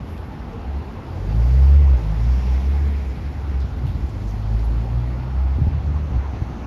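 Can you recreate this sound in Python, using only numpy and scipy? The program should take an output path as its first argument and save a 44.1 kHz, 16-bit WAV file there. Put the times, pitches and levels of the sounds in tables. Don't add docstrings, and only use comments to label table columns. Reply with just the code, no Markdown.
import sys
import numpy as np
from scipy import signal
from scipy.io import wavfile
from scipy.ndimage import uniform_filter1d

SR = 44100
rng = np.random.default_rng(int(sys.argv[2]) if len(sys.argv) > 2 else 0)


def dump_mix(stems):
    frames = np.atleast_2d(stems).T
    limited = np.clip(frames, -1, 1)
    pcm = np.round(limited * 32767).astype(np.int16)
    wavfile.write(sys.argv[1], SR, pcm)


N = 293706
TIME = np.arange(N) / SR


def from_db(db):
    return 10 ** (np.asarray(db) / 20)


def rms_one(x):
    return x / np.sqrt(np.mean(x ** 2) + 1e-20)


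def in_time(rows):
    s, *columns = np.transpose(rows)
    return [np.interp(TIME, s, c) for c in columns]


def drift(corner_hz):
    step = 40
    warmup = 2000
    pole = np.exp(-2 * np.pi * corner_hz * step / SR)
    coarse = rng.standard_normal(N // step + warmup + 2)
    slow = signal.lfilter([1], [1, -2 * pole, pole ** 2], coarse)[warmup:]
    return np.interp(np.arange(N) / step, np.arange(len(slow)), rms_one(slow))


def band_noise(centre_hz, octaves, order=2):
    warmup = 4000
    half_width = 2 ** (octaves / 2)
    edges_hz = np.clip([centre_hz / half_width, centre_hz * half_width], 10, 0.45 * SR)
    sos = signal.butter(order, edges_hz, "band", fs=SR, output="sos")
    return rms_one(signal.sosfilt(sos, rng.standard_normal(N + warmup))[warmup:])


def shaped_noise(spectrum, flicker_db):
    hz, db = np.transpose(spectrum)
    third = 1 / 3
    centres_hz = 25 * 2 ** np.arange(0, 9.4, third)
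    out = np.zeros(N)
    for centre_hz in centres_hz[(centres_hz >= hz[0]) & (centres_hz <= hz[-1])]:
        level_db = np.interp(np.log(centre_hz), np.log(hz), db) + flicker_db * drift(9.8)
        out += np.sqrt(centre_hz) * from_db(level_db) * band_noise(centre_hz, third)
    return rms_one(out)


def exhaust(note_db=-0.5, octave_db=-1.5, unsteady_db=4.5, octave_unsteady_db=0.6,
            rough=0.5, firing_rough=0.095, octave_rough=0.14):
    # time in seconds, firing rate in Hz.
    firing_curve = [(0.0, 54.8), (0.25, 57.3), (0.5, 62.54), (0.85, 72.84), (.97, 74.2), (1.08, 38.85),
                    (1.25, 47.5), (1.35, 55), (1.5, 62.9), (1.65, 67.8), (1.8, 71.7), (1.9, 67.4),
                    (2.0, 56.6), (2.08, 51.35), (2.22, 56.5), (2.32, 63.2), (2.48, 62), (2.65, 67.5),
                    (2.8, 71.63), (3.0, 69.25), (3.14, 63.7), (3.3, 72.53), (3.67, 65.32), (4.03, 50.4),
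                    (4.28, 50.36), (4.5, 53.62), (4.9, 57.75), (5.25, 62.83), (5.6, 67.86), (6.05, 74.47),
                    (6.25, 71.8), (6.4, 59.5), (6.66, 58.86)]
    # time in seconds, level in dB before note_db and unsteadiness.
    load_curve = [(0.0, -38), (.27, -33), (.35, -43), (.47, -29), (0.61, -44), (0.68, -22), (.78, -21.5),
                  (.9, -40), (1.1, -62), (1.22, -27.5), (1.38, -15), (1.5, -12.5), (1.6, -10.5), (1.75, -8),
                  (1.86, -10.5), (1.95, -10), (2.0, -27), (2.04, -19.5), (2.14, -21.5), (2.3, -12.5),
                  (2.41, -19.5), (2.52, -16.5), (2.6, -19), (2.7, -16), (2.93, -17), (3.0, -21),
                  (3.12, -24), (3.17, -37), (3.26, -23), (3.38, -28), (3.57, -21.5), (3.8, -29),
                  (4.15, -31.5), (4.3, -22), (4.4, -33), (4.51, -17.5), (4.68, -17), (4.83, -22.5),
                  (4.95, -18.5), (5.2, -25.5), (5.3, -23), (5.46, -16), (5.575, -18), (5.61, -20.5),
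                  (5.7, -19), (5.82, -28), (5.9, -20.5), (6.03, -21.5), (6.1, -27), (6.22, -30.5),
                  (6.66, -34.5)]
    # time in seconds, level in dB before octave_db and drift.
    growl_curve = [(0, -50), (1.05, -47), (1.22, -31.5), (1.37, -20), (1.47, -24.5), (1.56, -21),
                   (1.68, -26), (1.8, -28), (1.95, -28.5), (2.08, -30.5), (2.24, -20.5), (2.38, -35),
                   (2.48, -27), (2.56, -39.5), (2.8, -31), (2.95, -46), (4.05, -36.5), (4.18, -26),
                   (4.3, -31.5), (4.39, -24.5), (4.54, -22), (4.66, -31), (4.78, -26.5), (4.88, -26.5),
                   (4.99, -21), (5.1, -28.5), (5.25, -28), (5.42, -36.5), (5.6, -31.5), (6.03, -32),
                   (6.2, -43), (6.66, -43.5)]
    # multiple of the firing rate, level in dB against the overtones.
    weak_orders = [(1.5, -11.5), (2.5, -5.5), (3, -4), (4, -10.5)]
    overtone_db, growl_share, cruise_hz = -45.5, 0.24, 62
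    lug_db_per_hz, climb_db_per_hz_per_s = 0.3465, 0.13

    firing_hz, = in_time(firing_curve)
    load_db, = in_time(load_curve)
    growl_db, = in_time(growl_curve)
    turn = 2 * np.pi * np.cumsum(firing_hz) / SR

    slack = np.clip((load_db.max() - load_db) / np.ptp(load_db), 0, 1)
    note_gain = from_db(load_db + note_db + unsteady_db * slack * drift(14))
    note_gain = note_gain * (1 + firing_rough * np.sqrt(slack) * drift(40))
    out = note_gain * np.sin(turn)

    octave_gain = from_db(growl_db + octave_db + octave_unsteady_db * drift(12))
    octave_phase = 2 * turn + 2 * np.pi * rng.random() + octave_rough * drift(25)
    out += octave_gain * np.sin(octave_phase)

    climb_hz_per_s = uniform_filter1d(np.maximum(np.gradient(firing_hz) * SR, 0), size=SR // 10)
    overtones_db = overtone_db + growl_share * (growl_db - growl_db.mean())
    overtones_db += lug_db_per_hz * (cruise_hz - firing_hz)
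    overtones_db += climb_db_per_hz_per_s * climb_hz_per_s
    for order, db in weak_orders:
        phase = order * turn + 2 * np.pi * rng.random() + rough * drift(7.5)
        out += from_db(overtones_db + db) * (1 + rough * drift(25)) * np.sin(phase)
    return np.sqrt(2) * out


def other_cars(rough=0.52, waver_rad=0.2):
    # start and end in seconds, start and end pitch in Hz, peak level in dB.
    glides = [(0, 0.49, 82.9, 92.2, -35), (0, 1.314, 233.3, 220.8, -45), (1.05, 1.3, 79.3, 99.3, -34),
              (2.01, 2.202, 148, 162.2, -32.5), (2.202, 2.764, 181, 201, -36),
              (2.8, 3.054, 214, 199.8, -37.5), (3.25, 3.7, 140.4, 140.5, -42), (3.299, 3.85, 86, 97.5, -35),
              (3.778, 4.016, 124.8, 106, -30.5), (4.009, 5.383, 198, 254.6, -43.5)]
    out = np.zeros(N)
    for start, end, from_hz, to_hz, db in glides:
        progress = np.clip((TIME - start) / (end - start), 0, 1)
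        pitch_hz = from_hz + (to_hz - from_hz) * progress
        phase = 2 * np.pi * np.cumsum(pitch_hz) / SR + waver_rad * drift(9.5)
        gain = from_db(db) * np.sin(np.pi * progress) * (1 + rough * drift(19))
        out += gain * np.sin(phase + 2 * np.pi * rng.random())
    return np.sqrt(2) * out


def traffic(roar_trim_db=-0.55, tread_grain_db=0.76):
    # frequency in Hz, level in dB per Hz.
    rumble_spectrum = [(25, -9), (42, 2), (60, 8), (85, 5), (130, -3.5), (220, -5), (320, -9.5),
                       (480, -16.5), (700, -24.5), (1200, -37)]
    roar_spectrum = [(250, -5.5), (450, -3.5), (620, -2.5), (850, 3), (1050, -3.5), (1400, -7), (2000, -20),
                     (3500, -23)]
    rush_spectrum = [(700, 0.5), (1200, -6), (1700, 5), (2300, 6.5), (3000, -6), (4000, -4), (6000, -14)]
    hiss_spectrum = [(2000, -12), (3200, 3), (4000, -1.5), (5000, 1.5), (6500, -4)]
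    # time in seconds, level in dB before roar_trim_db.
    roar_curve = [(0, -42), (1.05, -42), (1.45, -41), (2.55, -41.5), (2.9, -44.5), (4.1, -44), (5.0, -42),
                  (5.7, -42), (6.66, -40)]
    # nearest point and half length in seconds, tyre rush and tread hiss in dB.
    passes = [(1.562, 0.34, -54.5, -56), (2.503, 0.7, -50.5, -56.5), (4.39, 0.98, -76, -61.5),
              (6.349, 0.6, -59, -77)]
    rumble_db, rush_floor_db, hiss_floor_db = -31, -53, -64
    sizzle_db, sizzle_hz, sizzle_octaves = -10, 11180, 0.34

    far_db, = in_time(roar_curve)
    rush_gain, hiss_gain = from_db(rush_floor_db), from_db(hiss_floor_db)
    for s, half_s, rush_db, hiss_db in passes:
        nearness = 1 / (1 + ((TIME - s) / half_s) ** 2)
        rush_gain = np.hypot(rush_gain, from_db(rush_db) * nearness)
        hiss_gain = np.hypot(hiss_gain, from_db(hiss_db) * nearness)
    rumble = from_db(rumble_db) * shaped_noise(rumble_spectrum, flicker_db=1.0)
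    roar = from_db(far_db + roar_trim_db) * shaped_noise(roar_spectrum, flicker_db=1.73)
    grain = from_db(tread_grain_db * drift(45))
    rush = rush_gain * grain * shaped_noise(rush_spectrum, flicker_db=1.7)
    hiss = hiss_gain * shaped_noise(hiss_spectrum, flicker_db=1.34)
    sizzle_gain = hiss_gain * from_db(sizzle_db + 0.7 * drift(6))
    sizzle = sizzle_gain * band_noise(sizzle_hz, sizzle_octaves, order=3)
    return rumble + roar + rush + hiss + sizzle


def scuffs(grain_db=-0.5):
    # peak in seconds, level in dB, centre in Hz, width in octaves,
    # rise and fade in seconds.
    scuff_rows = [(.11, -64, 11300, 0.2, .05, 0.15), (.79, -74, 11100, 0.26, .053, 0.089),
                  (3.615, -52.5, 3995, 0.52, .004, 0.039), (3.775, -65, 12480, .5, .004, .014),
                  (3.87, -49.5, 3000, 0.91, 0.0088, 0.049), (3.872, -64, 12000, .4, .015, 0.07),
                  (4.285, -55, 5920, 0.29, .008, 0.039), (4.30, -65.5, 11990, 0.36, .02, 0.036),
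                  (4.645, -60, 11300, 0.13, .003, 0.026)]
    out = np.zeros(N)
    for s, db, hz, octaves, rise_s, fade_s in scuff_rows:
        decay = np.maximum((s - TIME) / rise_s, (TIME - s) / fade_s)
        out += from_db(db) * np.exp(-np.minimum(decay, 20)) * band_noise(hz, octaves)
    return out * from_db(grain_db * drift(150))


def ticks(fade_s=0.0048, trim_db=-3):
    # start in seconds, level in dB before trim_db, centre in Hz.
    tick_rows = [(0.178, -42, 3100), (.532, -53, 4200), (3.603, -43, 3760), (3.618, -58, 5150),
                 (4.094, -51, 5653), (4.276, -58, 5803), (4.29, -49, 5000), (4.594, -45.5, 3507),
                 (6.04, -54, 4516)]
    out = np.zeros(N)
    for s, db, hz in tick_rows:
        shape = (TIME >= s) * np.exp(-np.clip(TIME - s, 0, 0.2) / fade_s)
        out += from_db(db + trim_db) * shape * band_noise(hz, octaves=1)
    return out


def swells():
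    # peak in seconds, level in dB, centre in Hz, width in octaves, half length in seconds.
    swell_rows = [(0.567, -41.5, 450, 0.13, 0.061), (1.599, -43, 460, 0.73, 0.67),
                  (1.515, -61.5, 4680, 0.11, 0.33), (1.82, -52.5, 2060, 0.71, 0.17),
                  (2.406, -57, 5300, 0.32, 0.28), (2.74, -56, 2260, 0.29, 0.62),
                  (2.797, -48, 435, 0.19, 0.47), (3.098, -56.5, 1680, 0.8, 0.42),
                  (3.6, -55, 1460, .25, .35), (4.35, -44, 213.3, 0.31, .2), (4.85, -47.5, 316, 0.38, 0.34),
                  (4.752, -64.5, 4400, 0.25, 1), (4.9, -49.5, 570, 0.34, 0.35),
                  (5.222, -53, 1390, 0.17, .12), (6.557, -65.5, 6060, 0.18, 0.75)]
    out = np.zeros(N)
    for s, db, hz, octaves, half_s in swell_rows:
        shape = np.exp(-((TIME - s) / half_s) ** 2)
        out += from_db(db) * shape * band_noise(hz, octaves)
    return out


def thumps(knock_hz=235, knock_s=0.0032, rise_s=0.0022, thud_db=-17, thud_hz=250, thud_s=0.0052):
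    # start in seconds, level in dB, pitch in Hz, fade in seconds, knock and thud in dB
    # against the swing (thud_db comes on top).
    thump_rows = [(3.17, -25, 151.3, 0.0098, -6), (3.621, -22, 85, .014, -6),
                  (3.768, -18, 100.5, 0.0085, -3), (3.838, -14.5, 134, 0.021, -15),
                  (3.853, -11, 91, .012, -15), (3.896, -18, 75.6, 0.016, -18),
                  (3.949, -11.5, 91, 0.017, -5), (4.023, -14, 60.6, .02, -12),
                  (4.038, -13.5, 66, 0.021, -2), (5.584, -8.5, 81, 0.023, -1.5),
                  (5.614, -5, 128.3, 0.0094, -9), (5.6679, -11, 200, 0.0047, -2),
                  (5.6732, -4, 76, 0.021, -12), (5.88, -30, 105, 0.015, -1), (6.129, -13, 75.1, 0.026, -18),
                  (6.154, -12, 80.1, .016, -5), (6.171, -7.5, 69.3, 0.024, -8),
                  (6.335, -15, 113, 0.0093, -3), (6.418, -7, 103, 0.0093, -10),
                  (6.497, -16.5, 134.8, 0.0077, -2.5), (6.56, -23, 202, 0.013, -8)]
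    out = np.zeros(N)
    thud_noise = from_db(thud_db) * band_noise(thud_hz, 0.87, order=3)
    for s, db, hz, fade_s, knock_db in thump_rows:
        age = np.clip(TIME - s, 0, 0.5)
        swing = np.exp(-age / fade_s) * np.sin(2 * np.pi * hz * age)
        knock = np.exp(-age / knock_s) * np.sin(2 * np.pi * knock_hz * age)
        thud = np.exp(-age / thud_s) * thud_noise
        onset = 1 - np.exp(-age / rise_s)
        out += from_db(db) * onset * (swing + from_db(knock_db) * (knock + thud))
    return out


def gusts(centre_hz=78, octaves=1.05):
    # peak in seconds, level in dB, half length in seconds.
    gust_rows = [(3.575, -35.5, 0.16), (3.76, -29.5, 0.13), (3.963, -29, 0.094), (5.63, -27.5, 0.06),
                 (5.77, -23, 0.052), (5.896, -22, 0.039), (6.143, -19.5, 0.048), (6.397, -30, 0.045)]
    strength = np.zeros(N)
    for s, db, half_s in gust_rows:
        strength += from_db(db) * np.exp(-((TIME - s) / half_s) ** 2)
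    return strength * band_noise(centre_hz, octaves)


def scene():
    street = exhaust() + other_cars() + traffic() + swells()
    close_by = scuffs() + ticks() + thumps() + gusts()
    return (street + close_by)[None]


def record(dry):
    ease_s, bass_cut_hz, top_cut_hz = 0.004, 31, 13900
    edge_distance_s = np.minimum(TIME, TIME[-1] - TIME)
    eased = dry * np.minimum(edge_distance_s / ease_s, 1)
    thinned = signal.sosfilt(signal.butter(2, bass_cut_hz, "high", fs=SR, output="sos"), eased)
    return signal.sosfilt(signal.ellip(10, 0.1, 80, top_cut_hz, fs=SR, output="sos"), thinned)


dry = scene()
out = record(dry)
dump_mix(out)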